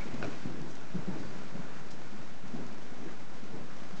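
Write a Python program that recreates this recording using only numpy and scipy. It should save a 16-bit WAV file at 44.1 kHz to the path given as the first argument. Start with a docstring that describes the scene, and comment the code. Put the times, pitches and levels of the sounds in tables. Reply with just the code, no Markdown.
"""An even wash of noise from the roof fills a steel riding hall with a sand floor.
From the first moment a pony canters away along the wall, about two strides a second: each hoof thuds
in the packed footing and throws up sand. Early on a clod knocks on the boards; the tack ticks throughout.
The heaviest steps land after about a second, and the hall draws them out into a rumble.
Then the hoofbeats grow unevenly fainter while the wash carries on."""
import sys
import numpy as np
from scipy import signal
from scipy.fft import rfft, irfft
from scipy.io import wavfile
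from scipy.ndimage import uniform_filter1d

SR = 44100
rng = np.random.default_rng(int(sys.argv[2]) if len(sys.argv) > 2 else 0)


def wav_record(signal):
    """Record a signal, one row per channel, as 16-bit PCM in the file named by sys.argv[1]."""
    frames = np.transpose(np.atleast_2d(signal))
    bounded = np.clip(frames, -1, 1)
    # unit amplitude maps onto the largest positive 16-bit level
    quanta = np.round(bounded * 32767).astype(np.int16)
    wavfile.write(sys.argv[1], SR, quanta)


N = 4 * SR
BIN_HZ = np.arange(N // 2 + 1) * SR / N


def undb(db):
    """The decibel scale: 20 dB is a factor of ten in amplitude."""
    return 10 ** (np.asarray(db) / 20)


def unit_rms(x):
    """Normalisation to an rms of 1."""
    return x / np.sqrt(np.mean(x ** 2))


def on_log(points, hz):
    """Interpolation of (frequency_hz, value) points on a log-frequency axis."""
    points_hz, values = np.array(points, float).T
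    return np.interp(np.log(hz + 1e-3), np.log(points_hz), values)


def since(start_s):
    """Causal time: seconds after an onset, 0 before it."""
    return np.maximum(np.arange(N) / SR - start_s, 0)


def burst(start_s, rise_s, decay_s):
    """Exponential decay after a smooth attack, with a peak of 1."""
    t = since(start_s)
    envelope = (1 - np.exp(-(t / rise_s) ** 2)) * np.exp(-t / decay_s)
    return envelope / (envelope.max() + 1e-12)


def swell(start_s, rise_s, sharpness=4.2):
    """A gamma envelope: a rounded push that peaks at 1 after the rise time."""
    t = since(start_s) / rise_s
    return (t * np.exp(1 - t)) ** sharpness


def drift(rate_hz):
    """Random modulation: straight glides between Gaussian values, with a spread near 1."""
    span = int(SR / rate_hz)
    steps = np.repeat(rng.standard_normal(N // span + 1), span)
    return 1.28 * uniform_filter1d(steps, span)[:N]


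def noise(spectrum, grain_db=0, transpose=1):
    """Spectral shaping of noise, rms 1; grain makes it a patter of uneven particles."""
    particles = rng.standard_normal(N) * undb(grain_db * rng.exponential(size=N))
    colour = undb(on_log(spectrum, BIN_HZ / transpose))
    high_pass = BIN_HZ ** 2 / (BIN_HZ ** 2 + 20 ** 2)
    return unit_rms(irfft(rfft(particles) * colour * high_pass, N))


def resonance(hz, width_hz):
    """Random excitation of two like resonators in series: a steep-sided noise band of rms 1."""
    peak = signal.iirpeak(hz, hz / width_hz, fs=SR)
    band = signal.lfilter(*peak, rng.standard_normal(N))
    return unit_rms(signal.lfilter(*peak, band))


# Spectrum of the wash: frequency_hz, density_db
WASH_SPECTRUM = [(21, -32.5), (35, -19), (54, -21), (85, -11), (120, -5), (200, -2), (310, -6), (420, -9),
                 (620, -10.5), (850, -12.5), (1100, -14), (1450, -14.5), (1800, -16), (2300, -19),
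                 (2900, -22.5), (4300, -25), (6000, -26.5), (8000, -29)]
# Faint resonances of the hall: centre_hz, width_hz, level_db
HALL_RESONANCES = [(1422, 200, -65), (2420, 130, -75.5)]
# Slow contour of the wash: time_s, gain_db
WASH_CONTOUR = [(0, 6), (.1, 2), (0.301, 4.5), (.5, 1.5), (0.901, 1.5), (1.25, 2.5), (1.7, 1.8), (2.2, 1),
                (3.301, 0.5), (3.899, 1), (4, 1.5)]


def roof_wash():
    """Broadband noise with resonance: a finely grained wash from the roof rings faintly in the hall."""
    level_db = -47 + 0.5 * drift(rate_hz=20)
    wash = undb(level_db) * noise(WASH_SPECTRUM, grain_db=2.22)
    ringing = sum(undb(db) * resonance(hz, width_hz) for hz, width_hz, db in HALL_RESONANCES)
    contour_db = np.interp(since(0), *np.array(WASH_CONTOUR).T)
    return (wash + ringing) * undb(contour_db)


# Deep swells in the hall: start_s, level_db, rise_s
RUMBLES = [(.46, -52.5, 0.13), (.92, -47.5, 0.077), (1.08, -50.5, 0.14), (3.5, -56.5, 0.046)]


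def hall_rumble():
    """Low-frequency resonance: the hall swells with a rumble around some of the strides."""
    envelope = sum(undb(db) * swell(start_s, rise_s) for start_s, db, rise_s in RUMBLES)
    return resonance(hz=97.5, width_hz=40) * envelope


# Reverberation time of the hall: frequency_hz, t60_s
REVERB_TIMES = [(80, 0.78), (200, 1.3), (500, 0.89), (1500, 0.36), (4000, 2.6), (9000, .5)]


def reverberation(sound):
    """Convolution with a diffuse tail, in which each octave band decays at its own rate."""
    t = since(0.012)  # delay of the first reflection
    white, tail = rfft(rng.standard_normal(N)), 0
    octave = np.clip(np.log2((BIN_HZ + 1) / 62.5), 0, 7)
    for k in range(8):
        band = irfft(white * np.maximum(1 - abs(octave - k), 0), N)
        t60_s = on_log(REVERB_TIMES, 62.5 * 2 ** k)
        tail += band * np.exp(-np.log(1000) * t / t60_s)
    tail *= 1 - np.exp(-t / 0.013)  # the reflections build up
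    bass = rfft(tail)[(BIN_HZ > 100) & (BIN_HZ < 500)]
    bass_gain = np.sqrt(np.mean(abs(bass) ** 2))
    return signal.fftconvolve(sound, tail / bass_gain)[:N] * undb(-1.5)


# Scuffs, rustles and a squeak: start_s, level_db, centre_hz, width_hz, rise_s
RUBS = [(0, -44.5, 2220, 140, 0.016), (0, -55, 2200, 600, 0.13), (.15, -49, 600, 202, 0.065),
        (.3, -52, 900, 1500, 0.03), (.645, -50, 930, 160, 0.025), (.66, -59, 6400, 3500, 0.052),
        (1.06, -52, 600, 640, 0.077), (1.125, -48.5, 806, 700, 0.019), (1.13, -64, 4500, 447, 0.14),
        (1.545, -43, 387, 198, 0.015), (1.56, -53.5, 1460, 896, 0.14), (2.52, -56, 650, 302, 0.049),
        (2.97, -51.5, 330, 350, 0.1), (3.044, -52.5, 1390, 1000, 0.046), (3.515, -50, 520, 450, 0.057),
        (3.671, -52, 1310, 400, .045), (3.94, -55.5, 3970, 4530, 0.039)]


def scuffs():
    """Friction: sand and tack rub softly in bands of noise that swell and fade."""
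    return sum(undb(db) * swell(start_s, rise_s) * resonance(hz, width_hz)
               for start_s, db, hz, width_hz, rise_s in RUBS)


def cracks(contacts, spectrum):
    """Impact transients: each hard contact gives a sudden burst of noise that dies quickly."""
    rise_s = 0.000055
    envelope = sum(undb(db) * burst(start_s, rise_s, decay_s) for start_s, db, decay_s, *_ in contacts)
    return noise(spectrum) * envelope


# Contacts of tack and grit: start_s, level_db, decay_s
TACK_CONTACTS = [(.1406, -49.5, 0.01), (.1989, -50, .002), (.2443, -49, .014), (.6155, -47, 0.0042),
                 (.7532, -45, .004), (1.195, -53.5, .015), (1.9056, -46.5, 0.024), (2.077, -52, 0.0017),
                 (2.4783, -49, 0.0055), (2.6663, -47, 0.0033), (2.728, -47, 0.0014), (3.7673, -48.5, .002)]
# Spectrum of a tick: frequency_hz, density_db
TICK_SPECTRUM = [(500, -31), (2000, -7.5), (3800, 0.5), (5500, 1.5), (7000, -0.5), (9000, -5)]


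def tack_ticks():
    """Brief contact makes a bright sound: tack and grit tick in the treble."""
    return cracks(TACK_CONTACTS, TICK_SPECTRUM)


# Clod impacts on the boards: start_s, level_db, crack_decay_s, knock_gain_db
CLOD_IMPACTS = [(.2272, -28, 0.0035, 0), (.2355, -34, 0.011, -5), (.2445, -38, 0.009, -5)]
# Spectrum of their crack: frequency_hz, density_db
CLOD_SPECTRUM = [(100, -17), (400, 13), (750, 8), (950, -1), (1450, 6.5), (1800, -24.5), (2400, 3.5),
                 (3000, -10.5), (4300, -15.5), (6000, -21), (9000, -30)]
# Modes of the boards: frequency_hz, gain_db, t60_s
WALL_MODES = [(620, -5, .022), (1480, 0, .018), (2480, -3, .012), (4100, -10, .007)]


def clod_on_boards():
    """Modal vibration: each impact cracks and knocks the boards into a short, damped ring."""
    ringing = 0
    for start_s, db, _, knock_db in CLOD_IMPACTS:
        t = since(start_s)
        for hz, mode_db, t60_s in WALL_MODES:
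            decay = np.exp(-np.log(1000) * t / t60_s)
            ringing += undb(db + knock_db + mode_db) * np.sin(2 * np.pi * hz * t) * decay
    return cracks(CLOD_IMPACTS, CLOD_SPECTRUM) + ringing


# Hoof falls: start_s, level_db, pitch_hz, sink_s, crunch_gain_db, hall_gain_db
HOOF_FALLS = [(0.048, -46, 297, 0.021, 7, -2.5), (0.128, -33.5, 231, 0.012, -3, 0),
              (0.173, -37.5, 139, 0.013, -11, -3.5), (0.222, -36.5, 113.5, 0.016, -0.5, -10.5),
              (0.268, -37, 289, 0.015, -5, -5.5), (0.448, -37.5, 149, 0.011, 3.5, -2.5),
              (0.486, -43, 331, 0.023, -0.5, 4.5), (0.597, -35.5, 156, 0.014, -12, 2),
              (0.938, -25, 177, 0.019, -14, -10.5), (0.978, -32, 158, 0.014, -18, -24),
              (1.014, -45.5, 274, 0.0071, 3, -10), (1.069, -24.5, 185, 0.017, -11, -5.5),
              (1.106, -35.5, 150.3, 0.025, -11, 6), (1.14, -38, 324.6, 0.022, -4, -3.5),
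              (1.2, -40.5, 290, 0.015, -10, -6.5), (1.312, -39, 198.3, 0.021, -6, 6),
              (1.545, -33, 197, 0.011, -16, -8), (1.583, -34.5, 166, 0.015, -9, 1),
              (1.788, -46, 153, 0.019, -4, -9), (1.927, -39, 168, 0.0088, -8.5, -11),
              (2.019, -53, 204, 0.024, 2, 5), (2.11, -42, 202, 0.028, -15, -7),
              (2.426, -42.5, 190, 0.02, -3, -1), (2.53, -30, 230, 0.016, -10, -5),
              (2.555, -35.5, 301, 0.012, -4, -4.5), (2.586, -41, 328, 0.011, -1, 2),
              (2.605, -37, 218, 0.011, -11, -1), (2.909, -44, 200, 0.013, 0.5, -6),
              (3.009, -44, 239, 0.019, 1, -17), (3.048, -42, 313, .02, 0.5, -19),
              (3.415, -45.5, 195.4, 0.028, -1.5, 0.5), (3.521, -46.5, 346, 0.025, 5, -13),
              (3.565, -40, 201, 0.0066, -8, -7), (3.599, -46, 210, 0.014, 2.5, -11),
              (3.898, -49, 132, 0.011, -19, 7), (3.926, -34, 188, 0.014, -28, 4)]
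# Crunch of packed footing at a ground pitch of CRUNCH_PITCH_HZ: frequency_hz, density_db
CRUNCH_SPECTRUM = [(30, -24), (70, -16), (130, 4), (220, 1), (350, 0), (550, -11.5), (1200, -27.5),
                   (3000, -33), (9000, -46)]
CRUNCH_PITCH_HZ = 182
# Spectrum of thrown sand: frequency_hz, density_db
SAND_SPECTRUM = [(200, -13.5), (600, 10), (1500, 4), (3000, -19.5), (6000, -19.5), (9000, -18)]


def hoofbeats():
    """Damped oscillation and granular noise: each hoof swings the ground, crunches it and throws sand."""
    direct, to_hall, spray_power = 0, 0, 0
    for start_s, db, pitch_hz, sink_s, crunch_db, hall_db in HOOF_FALLS:
        ground = np.sin(2 * np.pi * pitch_hz * since(start_s))
        thud = undb(db) * swell(start_s, sink_s, sharpness=3.7) * ground
        footing = noise(CRUNCH_SPECTRUM, transpose=(pitch_hz / CRUNCH_PITCH_HZ) ** 0.21)
        crunch = undb(db + crunch_db) * footing * burst(start_s, rise_s=0.0095, decay_s=2.3 * sink_s)
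        direct += thud + crunch
        to_hall += undb(hall_db) * (undb(-3) * thud + crunch)
        spray = undb(0.55 * db) * burst(start_s, rise_s=0.021, decay_s=0.14)  # varies less than the thud
        spray_power += spray ** 2  # incoherent sources add in power
    sand = undb(-42) * np.sqrt(spray_power) * noise(SAND_SPECTRUM)
    return direct + sand, to_hall


def scene():
    """Superposition: direct sound, its reverberation and the background add in one channel."""
    hoofs, hoofs_to_hall = hoofbeats()
    clod, ticks = clod_on_boards(), tack_ticks()
    tail = reverberation(hoofs_to_hall + undb(-6) * clod + undb(-7.5) * ticks)
    return (hoofs + scuffs() + clod + ticks + tail + roof_wash() + hall_rumble())[None]


# Treble roll-off of the microphone: frequency_hz, gain_db
MIC_RESPONSE = [(6200, -2.5), (7200, -4.5), (7900, -8.5), (8300, -15.5), (8700, -25.5)]
CUTOFF_HZ, DC_OFFSET = 8800, -0.047


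def record(dry):
    """Band limiting: a small camera rolls off the treble, cuts the top and adds a constant offset."""
    dull = irfft(rfft(dry) * undb(on_log(MIC_RESPONSE, BIN_HZ)), N)
    low_pass = signal.firwin(401, CUTOFF_HZ, window=("kaiser", 7), fs=SR)
    return signal.fftconvolve(dull, low_pass[None], mode="same", axes=1) + DC_OFFSET


dry = scene()
out = record(dry)
wav_record(out)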